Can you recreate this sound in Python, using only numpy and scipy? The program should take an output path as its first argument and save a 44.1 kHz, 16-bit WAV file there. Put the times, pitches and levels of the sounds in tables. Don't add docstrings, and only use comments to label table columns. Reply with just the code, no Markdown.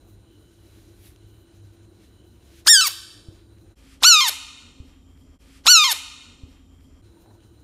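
import sys
import numpy as np
from scipy import signal
from scipy.fft import rfft, irfft, next_fast_len
from scipy.io import wavfile
from scipy.ndimage import uniform_filter1d, map_coordinates

SR = 44100
rng = np.random.default_rng(int(sys.argv[2]) if len(sys.argv) > 2 else 0)


def store_pcm(level_fs):
    pcm = np.round(np.clip(level_fs, -1, 1) * 32767).astype(np.int16)
    wavfile.write(sys.argv[1], SR, np.atleast_2d(pcm).T)


def rack_gain(trim_db):
    fader = np.asarray(trim_db, float)
    return 10 ** (fader / 20)


N = 336744
SOURCE_TOP_HZ = 18700
VOICE_SPAN = slice(round(2.6 * SR), round(2.95 * SR))


def unit(x):
    return x / np.sqrt(np.mean(x ** 2) + 1e-20)


def in_time(rows):
    s, *columns = np.transpose(rows)
    return [np.interp(np.arange(N) / SR, s, c) for c in columns]


def at_hz(points, hz):
    point_hz, value = np.transpose(points)
    return np.interp(np.log(np.maximum(hz, 1)), np.log(point_hz), value)


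def coloured(points):
    size = next_fast_len(N)
    gain = rack_gain(at_hz(points, np.fft.rfftfreq(size, 1 / SR)))
    noise = irfft(rfft(rng.standard_normal(size)) * gain, size)
    return unit(noise[:N])


def resonance(x, hz, width_hz):
    r = np.exp(-np.pi * width_hz / SR)
    poles = [1, -2 * r * np.cos(2 * np.pi * hz / SR), r * r]
    return signal.lfilter([(1 - r * r) / 2, 0, (r * r - 1) / 2], poles, x)


def narrow(hz, width_hz):
    once = resonance(rng.standard_normal(N), hz, width_hz)
    return unit(resonance(once, hz, width_hz))


def smooth_chance(shape, hz):
    low_pass = signal.butter(3, hz, fs=SR, output="sos")
    return unit(signal.sosfilt(low_pass, rng.standard_normal(shape)))


def swells(rows):
    t = np.arange(N) / SR
    return sum(rack_gain(db - 20 * np.maximum((s - t) / rise, (t - s) / fall)) for s, db, rise, fall in rows)


def add_ring(out, start_s, level_db, hz, t60_s):
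    t = np.arange(round(.15 * SR)) / SR
    ring = rack_gain(level_db - 60 * t / t60_s) * np.sin(2 * np.pi * hz * t)
    piece = out[round(start_s * SR):][:len(t)]
    piece += ring[:len(piece)]


def patchy(x, depth_db):
    edges_hz = 31.25 * 2. ** np.arange(10)
    tops_hz = edges_hz[1:] * [1, 1, 1, 1, 1, 1, 1, 1, 1.25]
    slow = signal.butter(2, .04, output="sos")
    drift = unit(signal.sosfilt(slow, rng.standard_normal((9, N // 100 + 1))))
    drift = np.repeat(drift, 100, axis=1)
    drift = uniform_filter1d(drift[:, :N], size=200)
    bands = [signal.sosfilt(signal.butter(1, pair, "band", fs=SR, output="sos"), x)
             for pair in zip(edges_hz, tops_hz)]
    return unit(np.sum(bands * rack_gain(depth_db * drift), axis=0))


# hz, level_db_per_hz
FAN_SPECTRUM = [(20, -44.5), (32, -13.5), (45, -3), (80, -2.5), (120, -4.5), (140, -13.5), (200, -11.5),
                (280, -13), (330, -4.5), (375, -13), (550, -20.5), (800, -27), (1300, -31), (2500, -64.5)]
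# hz, level_db_per_hz
HISS_SPECTRUM = [(600, -26.5), (950, -2.5), (1200, -10.5), (1600, -5.5), (2200, -6.5), (3500, -7),
                 (5000, -13), (7000, -7), (7900, -16), (9000, -10.5), (12000, -11), (18500, -15)]
# hz, width_hz, level_db
HUM_LINES = [(45, 5, -65.5), (67.6, 3.1, -62.5), (101.6, 7.4, -56), (298, 8, -73), (296, 10, -69.5),
             (338.6, 2.2, -63)]


def fan_and_hum():
    rumble = rack_gain(-54.5) * patchy(coloured(FAN_SPECTRUM), depth_db=2.2)
    hiss = rack_gain(-69) * patchy(coloured(HISS_SPECTRUM), depth_db=3.5)
    hum = sum(rack_gain(db) * narrow(hz, width_hz) for hz, width_hz, db in HUM_LINES)
    return rumble + hiss + hum


# hz, width_hz, level_db, throbs_per_s, throb_depth_db
CRICKET_BANDS = [(3990, 290, -73, 7.4, .5), (9030, 620, -76.5, 7.4, 1.5), (7200, 360, -85, 5, 1),
                 (1490, 160, -78.5, 1.5, 0.5)]
# peak_s, level_db, rise_s, fall_s
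FAR_BOUTS = [
    (.3, -70, .13, 0.84),
    (1.27, -71, .17, .8),
    (2.2, -71, .2, 0.62),
    (7.42, -74, .13, .5),
]


def crickets():
    t = np.arange(N) / SR
    out = swells(FAR_BOUTS) * narrow(3000, 240)
    for hz, width_hz, db, throbs_per_s, depth_db in CRICKET_BANDS:
        throb_db = depth_db * np.sin(2 * np.pi * throbs_per_s * t + 1.2)
        out += rack_gain(db + throb_db) * narrow(hz, width_hz)
    return out


# peak_s, low_db, high_db, rise_s, fall_s
AIR_PUFFS = [
    (.79, -61, -66, .65, .37),
    (1.07, -53, -53.5, 0.11, 0.077),
    (1.28, -72, -88, .3, 0.16),
    (1.55, -64, -84, .2, .03),
    (1.66, -65.5, -75, 0.055, .3),
    (2.05, -60, -71, .18, 0.12),
    (2.6, -52.5, -61, 0.26, .047),
    (7.05, -64, -88, .035, .17),
    (7.202, -71, -82, 0.0096, 0.53),
]


def air():
    low = swells(np.delete(AIR_PUFFS, 2, axis=1))
    high = swells(np.delete(AIR_PUFFS, 1, axis=1))
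    low_noise = coloured([(900, -27), (1500, -4), (3200, -1), (7000, -7.0), (9000, -11.5), (16000, -22.5)])
    high_noise = coloured([(7000, -26.0), (9500, -4), (11200, -1), (13000, -6.0), (18000, -15.5)])
    return low * rack_gain(-4) * low_noise + high * rack_gain(-2.5) * high_noise


# peak_s, level_db, rise_s, fall_s
TOY_SHIFTS = [
    (7.308, -54.5, 0.17, 0.083),
    (7.454, -71, .15, .03),
    (7.62, -78, .2, .1),
]
# start_s, peak_db, hz, cycles_to_60_db_down
BLADE_TICKS = [(.78, -56, 5000, 8), (1.1613, -44, 3200, 10), (1.162, -46, 6200, 16),
               (2.4733, -52, 3100, 12), (3.585, -52, 3000, 10), (3.5855, -55, 5500, 14),
               (7.405, -51, 3200, 16), (7.406, -57, 6000, 16), (7.6, -56, 10000, 20), (7.17, -57, 930, 90),
               (7.205, -60, 920, 60), (7.26, -45, 800, 10), (7.262, -63, 1750, 60), (7.308, -54, 1000, 40),
               (7.31, -57, 1800, 30), (7.351, -56, 940, 40), (7.39, -65, 1500, 120), (7.47, -64, 1500, 120)]
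# start_s, peak_db, hz, t60_s
BODY_THUMPS = [
    (3.2852, -27, 100, .045),
]


def mat():
    out = swells(TOY_SHIFTS) * rack_gain(-1.0) * coloured(
        [(120, -21.5), (220, 9.0), (500, 0.5), (950, -1), (1400, -16.0), (2500, -31.0)])
    for start_s, peak_db, hz, cycles in BLADE_TICKS:
        add_ring(out, start_s, peak_db, hz, cycles / hz)
    for thump in BODY_THUMPS:
        add_ring(out, *thump)
    return out


# hz, t60_s
TAIL_T60 = [(400, 0.82), (1300, .75), (3500, 0.77), (8000, 0.69), (11000, 0.73), (15000, 0.25)]
# hz, level_db
TAIL_COLOUR = [(400, 9), (1500, -4), (3500, 3), (5500, -3), (8000, -6), (11000, 5.5), (15000, -6.5)]
# hz, level_db, t60_s
ROOM_MODES = [(4050, -62.5, 0.93), (4580, -61.5, .9), (3760, -65.5, 0.89), (880, -68, .9),
              (930, -68.5, 0.95)]


def room(x):
    late_db, early_db, early_t60_s = -20, -13.5, 0.19
    t = np.arange(round(1.1 * SR)) / SR
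    edges_hz = 300 * 2 ** np.arange(0, 6.1, 1 / 4)
    onset = np.clip((t - .002) / 0.0022, 0, 1)
    tail = 0
    for low_hz, high_hz in zip(edges_hz, edges_hz[1:]):
        hz = np.sqrt(low_hz * high_hz)
        t60_s = at_hz(TAIL_T60, hz)
        band_pass = signal.butter(2, [low_hz, high_hz], "band", fs=SR, output="sos")
        band = signal.sosfilt(band_pass, rng.standard_normal(len(t)))
        late = rack_gain(late_db - 60 * t / t60_s) / np.sqrt(t60_s)
        early = rack_gain(early_db - 60 * t / early_t60_s) / np.sqrt(early_t60_s)
        tail = tail + band * rack_gain(at_hz(TAIL_COLOUR, hz)) * (late + early) * onset
    tail = tail * np.sqrt(6 * np.log(10) / SR)
    for hz, db, t60_s in ROOM_MODES:
        tail += rack_gain(db - 17.5 - 60 * t / t60_s) * np.sin(2 * np.pi * hz * t)
    return signal.fftconvolve(x, tail)[:N]


# time_s, pitch_hz, effort_db, bright_db_per_octave, top_db (over 9.5 kHz)
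CRY = [
    (2.682, 1634, -3, 0, 2),
    (2.692, 1785, -4, 2.5, 1),
    (2.704, 1869, -6, 5.5, -5),
    (2.722, 1823, -6, 5, -8),
    (2.752, 1644, -5, 1.5, -3),
    (2.775, 1552, -5.5, -0.5, -1),
    (2.83, 1446, -14, 0.5, 1),
    (2.844, 1319, -15.5, -1, 1),
    (2.867, 1183, -20, -0.02, 4),
]


def folds():
    catch_s, catch_hz_per_s, catch_db_per_s = .012, 75000, 1199
    crack_at_s, crack_ratio, crack_dip_hz, crack_settle_s = 2.811, .925, 82.3, .005
    let_go_s, let_go_hz, let_go_db, let_go_bright_db = 0.013, 160.4, -5.5, 2.5
    shut_hz_per_s, shut_db_per_s, shut_bright_db = 60000, 2998, -11
    gape_db, gape_s = 11.5, .012
    t = (np.arange(N) / SR)[VOICE_SPAN]
    first_s, last_s = CRY[0][0], CRY[-1][0]
    pitch, effort_db, bright, top_db = [uniform_filter1d(c, size=200)[VOICE_SPAN] for c in in_time(CRY)]

    before, after = np.maximum(first_s - t, 0), np.maximum(t - last_s, 0)
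    slack, shut = np.clip(after / 0.0046, 0, 1), np.maximum(after - let_go_s, 0)
    cracked = t - crack_at_s
    step = np.clip(cracked / 0.0033 + .5, 0, 1)
    unsettled = step * np.exp(-np.maximum(cracked, 0) / crack_settle_s)

    pitch = pitch * (1 - (1 - crack_ratio) * step) - crack_dip_hz * unsettled
    pitch = pitch - catch_hz_per_s * before - let_go_hz * slack - shut_hz_per_s * shut
    pitch = np.maximum(pitch, 400)
    effort_db = effort_db - catch_db_per_s * before - 100 * np.clip((before - catch_s) / 0.0025, 0, 1)
    effort_db += let_go_db * slack - shut_db_per_s * shut
    bright = bright + let_go_bright_db * slack + shut_bright_db * np.clip(shut / .004, 0, 1)
    top_db = top_db + gape_db * np.exp(-np.abs(t - last_s) / gape_s)
    caught = np.maximum(t - first_s + catch_s / 2, 0)
    breath = .03 + .4 * np.exp(-caught / .007) + .08 * step + 0.25 * slack
    return pitch, effort_db, bright, top_db, np.clip(breath, 0, 1)


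def leak():
    from_s, peak_s, peak_db, rise_s, fall_s, hold_db = 2.646, 2.676, -27, .017, .014, -60
    t = np.arange(N) / SR
    puff = swells([(peak_s, peak_db, rise_s, fall_s)]) * np.clip((t - from_s) / .003, 0, 1)
    hold = np.clip(np.minimum(t - peak_s, CRY[-1][0] - t) / .015, 0, 1)
    return puff + rack_gain(hold_db) * hold


# hz, level_db
THROAT_SPECTRUM = [(450, -15.5), (1100, -3.5), (1600, -3.5), (2500, -2), (3200, -3.5), (4200, 2.5),
                   (5300, 0), (6200, -3.5), (7200, -1.5), (8700, -3), (9800, -17), (11500, -21),
                   (14500, -17.5), (17500, -30)]
# hz, width_hz, depth_db
ECHO_NOTCHES = [(2480, 70, 13), (3568, 63, 19), (6280, 120, 6.5), (7630, 170, 13), (9050, 88, 9),
                (10620, 170, 8), (12370, 250, 13.5), (13960, 170, 14), (15560, 140, 14), (17000, 250, 10.5)]
# start_s, peak_db, low_hz, high_hz, high_db (re peak)
FOLD_FLAPS = [
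    (2.661, -38, 998, 6010, -8.5),
    (2.6639, -20, 1311, 11410, -3),
    (2.667, -15, 1884, 6625, 3.5),
    (2.648, -54.5, 3980, 6460, -5),
    (2.654, -50, 4300, 6474, -9),
    (2.6575, -45, 4800, 7000, -8.5),
    (2.6606, -39, 6283, 11000, 0.5),
    (2.666, -24.5, 10000, 13700, 0.5),
]


def scream():
    pitch, effort_db, bright, top_db, breath = folds()
    jitter = 1 + 0.033 * breath * smooth_chance(len(pitch), hz=270)
    phase = 2 * np.pi * np.cumsum(pitch * jitter) / SR
    order = np.arange(1, 25)[:, None]
    hz = order * pitch
    level_db = at_hz(THROAT_SPECTRUM, hz) + bright * np.log2(hz / 2000) + top_db * (hz > 9500)
    notch_db = sum(depth_db / (1 + ((hz - notch_hz) / width_hz) ** 2)
                   for notch_hz, width_hz, depth_db in ECHO_NOTCHES)
    blur = 3.5 * breath ** 1.6 * (order / 4) * smooth_chance(hz.shape, hz=350)
    tones = np.sin(order * phase + np.pi / 5 * order ** 2) * (1 + blur)
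    tones = rack_gain(effort_db + level_db) * tones * (hz < SOURCE_TOP_HZ)

    noises = leak() * coloured([(300, -39)] + THROAT_SPECTRUM[1:] + [(19500, -60)])
    for start_s, peak_db, low_hz, high_hz, high_db in FOLD_FLAPS:
        add_ring(noises, start_s, peak_db, low_hz, .012)
        add_ring(noises, start_s, peak_db + high_db, high_hz, .006)

    direct, spread = noises.copy(), noises.copy()
    direct[VOICE_SPAN] += np.sum(tones * rack_gain(-notch_db), axis=0)
    spread[VOICE_SPAN] += np.sum(tones * rack_gain(-.3 * notch_db), axis=0)
    return direct, spread


def scene():
    background = fan_and_hum() + crickets()
    small_sounds = air() + mat()
    direct, spread = scream()
    return (direct + room(spread) + background + small_sounds)[None]


def replay(x):
    from_s, at_s, length_s, speed = 2.44575, 3.752, 49 / 30, .8
    t = np.arange(N) / SR
    since = t - at_s
    slow = (since >= 0) & (since < 2 * length_s)
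    read_s = np.where(slow, from_s + speed * (since % length_s), t)
    fine = signal.resample_poly(x, 2, 1)
    fade = 1
    for join_s, depth in ((0, 1), (length_s, 1), (2 * length_s, .3)):
        past = since - join_s
        fade = fade * (1 - depth * np.clip(1 - np.maximum(-past / 0.035, past / 0.03), 0, 1))
    fade = fade * np.clip(np.abs(since - 2 * length_s) / .004, 0, 1)
    return fade * map_coordinates(fine, [read_s * 2 * SR], order=3)


def band_limit(x):
    return signal.sosfilt(signal.butter(12, 16470, fs=SR, output="sos"), x)


def record(dry):
    top, release_db_per_s = .93, 60.0
    power = uniform_filter1d(uniform_filter1d(dry[0] ** 2, size=400), size=400)
    over_db = np.maximum(10 * np.log10(power + 1e-12) + 24, 0)
    release_db = release_db_per_s * np.arange(N) / SR
    cut_db = 0.35 * (np.maximum.accumulate(over_db + release_db) - release_db)
    x = dry[0] * rack_gain(-uniform_filter1d(cut_db, size=400))
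    x = x / (1 + (x / top) ** 10) ** (1 / 10)
    x = signal.sosfilt(signal.cheby2(12, 60, SOURCE_TOP_HZ + 200, fs=SR, output="sos"), x)
    x = signal.sosfilt(signal.cheby2(16, 40, 15830, fs=SR, output="sos"), replay(x))
    return band_limit(x[None])


dry = scene()
out = record(dry)
store_pcm(out)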